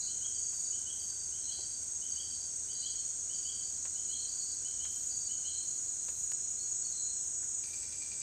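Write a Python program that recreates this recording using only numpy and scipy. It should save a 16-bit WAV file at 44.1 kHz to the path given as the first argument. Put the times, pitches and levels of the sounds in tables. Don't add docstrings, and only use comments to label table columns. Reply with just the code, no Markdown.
import sys
import numpy as np
from scipy import signal
from scipy.fft import rfft, irfft
from scipy.io import wavfile

SR = 44100
rng = np.random.default_rng(int(sys.argv[2]) if len(sys.argv) > 2 else 0)


def store_pcm(level_fs):
    pcm = np.round(np.clip(level_fs, -1, 1) * 32767).astype(np.int16)
    wavfile.write(sys.argv[1], SR, np.atleast_2d(pcm).T)


N = 362502
T = np.arange(N) / SR
FREQS = np.fft.rfftfreq(N, 1 / SR)

# pitch_hz, level_db
AIR_TONE = [(20, -32), (40, -13), (52, -1), (62, -8), (82, -2), (105, -4.5), (170, -9.5), (320, -10.5),
            (500, -14.5), (1100, -20), (2600, -22), (4000, -18), (8000, -27.5), (16000, -53)]
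# pitch_hz, level_db
HUM_TONES = [(47, -80), (78, -68.5)]
# start_share, length_share, level_db, first_hz, last_hz
WING_STROKES = [(.92, .26, 0, 6865, 6815), (.33, .28, -.5, 6860, 6805), (.68, .2, -7, 6820, 6600)]
# time_s, level_db
NEAR_LEVEL = [(0, -40), (.8, -42), (.92, -70), (2, -58), (2.1, -50), (2.25, -54), (2.6, -47), (3.4, -43),
              (5.8, -40), (7.58, -41), (7.75, -73)]
# time_s, pitch_factor
NEAR_SAG = [(.8, 1), (1, .975), (2.3, .974), (3.4, 1)]
# time_s, chirps_per_s
NEAR_TEMPO = [(0, 9.33), (1.5, 9.64), (3, 10.135), (5, 9.773), (8.2, 9.546)]
# pitch_hz, width_hz, level_db, pulses_per_s, pulse_depth
FAR_GROUPS = [(5970, 90, -59, 35, .5), (6270, 60, -55, 41.3, .6), (6410, 75, -49, 58.3, .6),
              (6600, 45, -50, 21.1, .5), (6695, 45, -53, 50, .5), (7090, 45, -62, 25, .5),
              (7235, 45, -58.5, 46, .5), (7358, 50, -55.5, 31, .5), (7710, 90, -54, 83, .6),
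              (7870, 120, -57, 36, .5), (8245, 60, -52.3, 41, .6), (8388, 60, -52, 29, .6),
              (8570, 50, -66, 52, .5)]
# time_s, level_db
GROUP_SWELL = [(0.05, -44), (0.09, -44), (0.68, -42), (0.98, -45.5), (2.06, -45.5), (2.11, -41),
               (2.17, -46.5), (7.47, -46), (7.74, -49.5), (8.17, -54.5)]
# pitch_hz, level_db
HISS_TONE = [(3500, -57), (4900, -23), (5600, -2.5), (6300, 2.5), (6600, 8.5), (7000, 3), (7550, -3.5),
             (8050, 1), (8400, 0), (8700, -7), (9200, -7), (10400, -26), (13000, -29), (15700, -33)]
# (time_s, level_db)
FAINT_TRILLS = [(4570, 190, 29, 0.57, [(0, -65.5), (5.7, -63), (6.5, -78)]),
                (4140, 53, 6.7, 0.32, [(3, -74), (4.5, -64.5), (6.6, -67), (7.3, -81)]),
                (1514, 76, 12, 0.33, [(0, -76), (8.2, -78)])]
# pitch_hz, level_db
BUZZ_TONE = [(4400, -36.5), (5000, -17.5), (5400, -6), (6000, -4.5), (6600, 7), (7000, -0.5), (8300, 5.5),
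             (8750, -15), (9200, -12.5), (9900, -16.5), (10700, -44)]
# middle_s, level_db, length_s
HIGH_RASPS = [(0.565, -72, .25), (1.03, -71, .3), (4.414, -75, 0.37), (4.98, -67, .32), (6.17, -67, 0.33),
              (7.73, -71, .28)]
# start_s, level_db, length_s
FROG_PURRS = [(-.07, -52.5, 0.19), (1.436, -52.5, 0.19), (2.749, -53, 0.17), (4.096, -53, 0.19),
              (5.459, -52, 0.18), (6.914, -52, 0.19)]
# start_s, level_db, double_note_count, first_gap_s
LOW_PHRASES = [(0.017, -49.5, 1, .09), (.341, -51, 4, .093), (0.992, -51, 3, 0.095),
               (1.517, -50.5, 3, 0.088), (2.107, -50.5, 4, 0.091), (2.707, -50.5, 3, 0.081),
               (3.338, -51, 4, .088), (4.278, -50.5, 3, 0.095), (5.104, -49.5, 2, .1)]
# start_s, level_db, first_hz, second_note_delay_s
FROG_PAIRS = [(.070, -52, 2907, 0.13), (0.717, -51.5, 2900, .138), (1.318, -53.5, 2902, .152),
              (2.014, -51, 2900, 0.14), (2.678, -50.5, 2913, 0.14), (3.29, -50.5, 2893, .15),
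              (3.95, -52, 2900, .135), (4.639, -51.5, 2877, 0.15), (5.282, -51.5, 2850, 0.15)]
# start_s, level_db, first_hz, length_s
FROG_PEEPS = [(.638, -60, 3830, 0.022), (2.33, -57, 4080, 0.031), (2.966, -52, 4240, 0.04),
              (4.179, -49, 4270, 0.042), (4.397, -47.5, 4310, 0.033), (6.58, -53.5, 4280, .052),
              (6.815, -51, 4360, .06)]
# start_s, level_db, middle_hz, spread_octaves, decay_s
LEAF_DROPS = [(0.261, -57.5, 1370, 1.05, .008), (0.529, -57.5, 1616, 0.63, 0.013),
              (1.588, -53.5, 486, 0.497, 0.018), (3.851, -51, 1804, 1, 0.016),
              (4.849, -53, 2310, 0.71, 0.02), (6.084, -48.5, 1950, 1.3, 0.013),
              (6.319, -39, 3890, 1.1, 0.0023), (7.43, -59.5, 1690, 0.24, 0.018)]
# pitch_hz, level_db
RATTLE_TONE = [(1500, -17), (2200, -9), (2380, -6), (2650, -5.5), (3200, -20), (3800, -9), (4850, 5),
               (5200, -16), (6000, 3.5), (10000, -38), (15000, -36)]
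# pitch_hz, width_hz, level_db
WING_RINGS = [(2376, 86, -8), (4900, 80, -10)]


def amp(db):
    return 10 ** (np.asarray(db) / 20)


def evened(x):
    return x / np.sqrt(np.mean(x ** 2) + 1e-20)


def curve(rows):
    return np.interp(T, *np.transpose(rows))


def add(mix, start_s, sound):
    start = round(start_s * SR)
    sound = sound[max(-start, 0):]
    part = mix[max(start, 0):][:len(sound)]
    part += sound[:len(part)]


def coloured(x, tone):
    hz, db = np.transpose(tone)
    gain = amp(np.interp(np.log(FREQS + 1), np.log(hz), db))
    return evened(irfft(rfft(x) * gain, N))


def band(hz, width_hz):
    bell = np.exp(-((FREQS - hz) / width_hz) ** 2)
    return evened(irfft(rfft(rng.standard_normal(N)) * bell, N))


def note(first_hz, last_hz, length_s, peak=.42):
    progress = np.linspace(0, 1, int(length_s * SR))
    swell = np.sin(np.pi * np.interp(progress, [0, peak, 1], [0, .5, 1]))
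    cycles = np.cumsum(first_hz + (last_hz - first_hz) * progress) / SR + rng.random()
    return evened(swell * np.sin(2 * np.pi * cycles))


def forest(x, echo_db, tail_s):
    t = T[:SR]
    bounces = rng.standard_normal(SR) * (rng.random(SR) < 2000 / SR)
    fading = amp(-60 * t / tail_s) + .8 * np.exp(-t / .012)
    echoes = signal.fftconvolve(x, bounces * fading)[:N]
    return np.std(x) * evened(evened(x) + amp(echo_db) * evened(echoes))


def night_air():
    rumble = amp(-60.5) * coloured(rng.standard_normal(N), AIR_TONE)
    hum = sum(amp(db) * evened(np.sin(2 * np.pi * hz * T + .76 * band(0, 7.1))) for hz, db in HUM_TONES)
    return rumble + hum


def near_cricket():
    chirps = .37 + np.cumsum(curve(NEAR_TEMPO)) / SR
    bend = curve(NEAR_SAG) * (1 + .002 * band(0, 60))
    song = np.zeros(N)
    for start, length, db, first_hz, last_hz in WING_STROKES:
        progress = np.minimum((chirps - start) % 1 / length, 1)
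        hz = bend * (first_hz + (last_hz - first_hz) * progress)
        swell = amp(db + band(0, 11)) * np.sin(np.pi * progress)
        song += swell * np.sin(2 * np.pi * np.cumsum(hz) / SR)
    return amp(curve(NEAR_LEVEL)) * evened(forest(song, echo_db=-2.5, tail_s=.45))


def far_trill(hz, width_hz, pulses_per_s, depth):
    strokes = np.cumsum(pulses_per_s * (1 + .0317 * band(0, 2.97))) / SR + rng.random()
    return evened(band(hz, width_hz) * (1 + depth * np.sin(2 * np.pi * strokes)))


def far_crickets():
    low_db = 1.1 * (curve(GROUP_SWELL) - curve(GROUP_SWELL).mean())
    out = amp(-46) * coloured(rng.standard_normal(N), HISS_TONE)
    for hz, width, db, rate, depth in FAR_GROUPS:
        drift = band(0, 2.4)
        swell_db = low_db + drift if hz < 7000 else -.5 * drift
        out += amp(db + swell_db) * far_trill(hz, width, rate, depth)
    for hz, width, rate, depth, levels in FAINT_TRILLS:
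        out += amp(curve(levels)) * far_trill(hz, width, rate, depth)
    return out


def katydids(snaps_per_s=77):
    snap_count = np.floor(np.cumsum(snaps_per_s * (1 + .0015 * band(0, 2))) / SR)
    snaps = np.diff(snap_count, prepend=0)
    buzz = amp(-47) * coloured(forest(snaps, echo_db=5.5, tail_s=.56), BUZZ_TONE)
    swells = sum(amp(db) * np.exp(-8 * ((T - s) / length) ** 2) for s, db, length in HIGH_RASPS)
    rasps = swells * far_trill(12500, 1700, pulses_per_s=60, depth=.2)
    far_rasps = amp(-84 + 4 * band(0, 6)) * band(12200, 700)
    return buzz + rasps + far_rasps


def trilling_frog(pulse_every_s=.0185):
    out = np.zeros(N)
    for s, db, length in FROG_PURRS:
        for at in np.arange(0, length, pulse_every_s):
            swell_db = 4 * (np.sin(np.pi * at / length) - .5) + 1.7 * rng.standard_normal()
            pulse = note(first_hz=3940, last_hz=4420, length_s=.012)
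            add(out, s + at + .0012 * rng.standard_normal(), amp(db + swell_db) * pulse)
    return forest(out, echo_db=1.5, tail_s=.5)


def low_cricket(slowing_s=.008, twin_delay_s=.038, twin_db=-.5):
    out = np.zeros(N)
    for s, db, count, gap in LOW_PHRASES:
        for k in range(round(count)):
            for delay, accent_db in ((0, 0), (twin_delay_s, twin_db)):
                stroke = note(first_hz=4780, last_hz=4473, length_s=.03, peak=.32)
                add(out, s + delay, amp(db + accent_db + .5 * rng.standard_normal()) * stroke)
            s += gap + k * slowing_s
    return forest(out, echo_db=2.5, tail_s=.5)


def whistling_frogs():
    pairs, peeps = np.zeros((2, N))
    for s, db, hz, delay in FROG_PAIRS:
        add(pairs, s, amp(db - 3.5) * note(hz, hz * 1.129, length_s=.0442, peak=.63))
        add(pairs, s + delay, amp(db) * note(hz, hz * 1.1553, length_s=.0638, peak=.68))
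    for s, db, hz, length in FROG_PEEPS:
        add(peeps, s, amp(db) * note(hz, hz + 217, length, peak=.47))
    hoarse = 1 + .25 * band(0, 130)
    return forest(pairs * hoarse, echo_db=7, tail_s=.7) + forest(peeps * hoarse, echo_db=7, tail_s=.55)


def leaf_drops(tone_count=18):
    out, t = np.zeros(N), T[:SR // 4]
    for s, db, middle_hz, octaves, decay in LEAF_DROPS:
        steps = np.linspace(-1.6, 1.6, tone_count) + .082 * rng.standard_normal(tone_count)
        hz = np.minimum(middle_hz * 2 ** (octaves * steps), SR / 2)
        tones = np.sin(2 * np.pi * hz[:, None] * t)
        ring = evened(rng.choice([-1., 1.], tone_count) @ tones)
        splat = band(middle_hz, 2 * middle_hz * octaves)[:len(t)]
        add(out, s, amp(db) * evened(ring + splat) * np.exp(-t / decay))
    return forest(out, echo_db=-15, tail_s=.4)


def high_cricket(start_s=6.745, chirp_every_s=.201, stroke_every_s=.014):
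    out = np.zeros(N)
    for s in np.arange(start_s, T[-1], chirp_every_s):
        for k, db in enumerate(np.linspace(-47, -43, 6)):
            stroke = note(first_hz=7850, last_hz=7630, length_s=.016)
            add(out, s + k * stroke_every_s, amp(db) * stroke)
    return forest(out, echo_db=-12, tail_s=.35)


def rattling_insect(start_s=7.637, clack_every_s=.0955):
    force = amp(-59.5) * (T > start_s) * (1 + .24 * np.sin(2 * np.pi * 85 * T))
    clack = amp(-51) * np.exp(-T[:SR] / .015)
    for s in np.arange(start_s, T[-1], clack_every_s):
        add(force, s, clack)
    ring = sum(amp(db) * band(hz, width) for hz, width, db in WING_RINGS)
    return force * (coloured(rng.standard_normal(N), RATTLE_TONE) + ring)


def scene():
    steady = night_air() + near_cricket() + far_crickets() + katydids()
    calls = trilling_frog() + low_cricket() + whistling_frogs()
    return (steady + calls + leaf_drops() + high_cricket() + rattling_insect())[None]


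def record(dry):
    top_hz = 15650
    treble_cut = signal.firwin(511, top_hz, window=("kaiser", 9), fs=SR)
    return signal.oaconvolve(dry, treble_cut[None], "same")


dry = scene()
out = record(dry)
store_pcm(out)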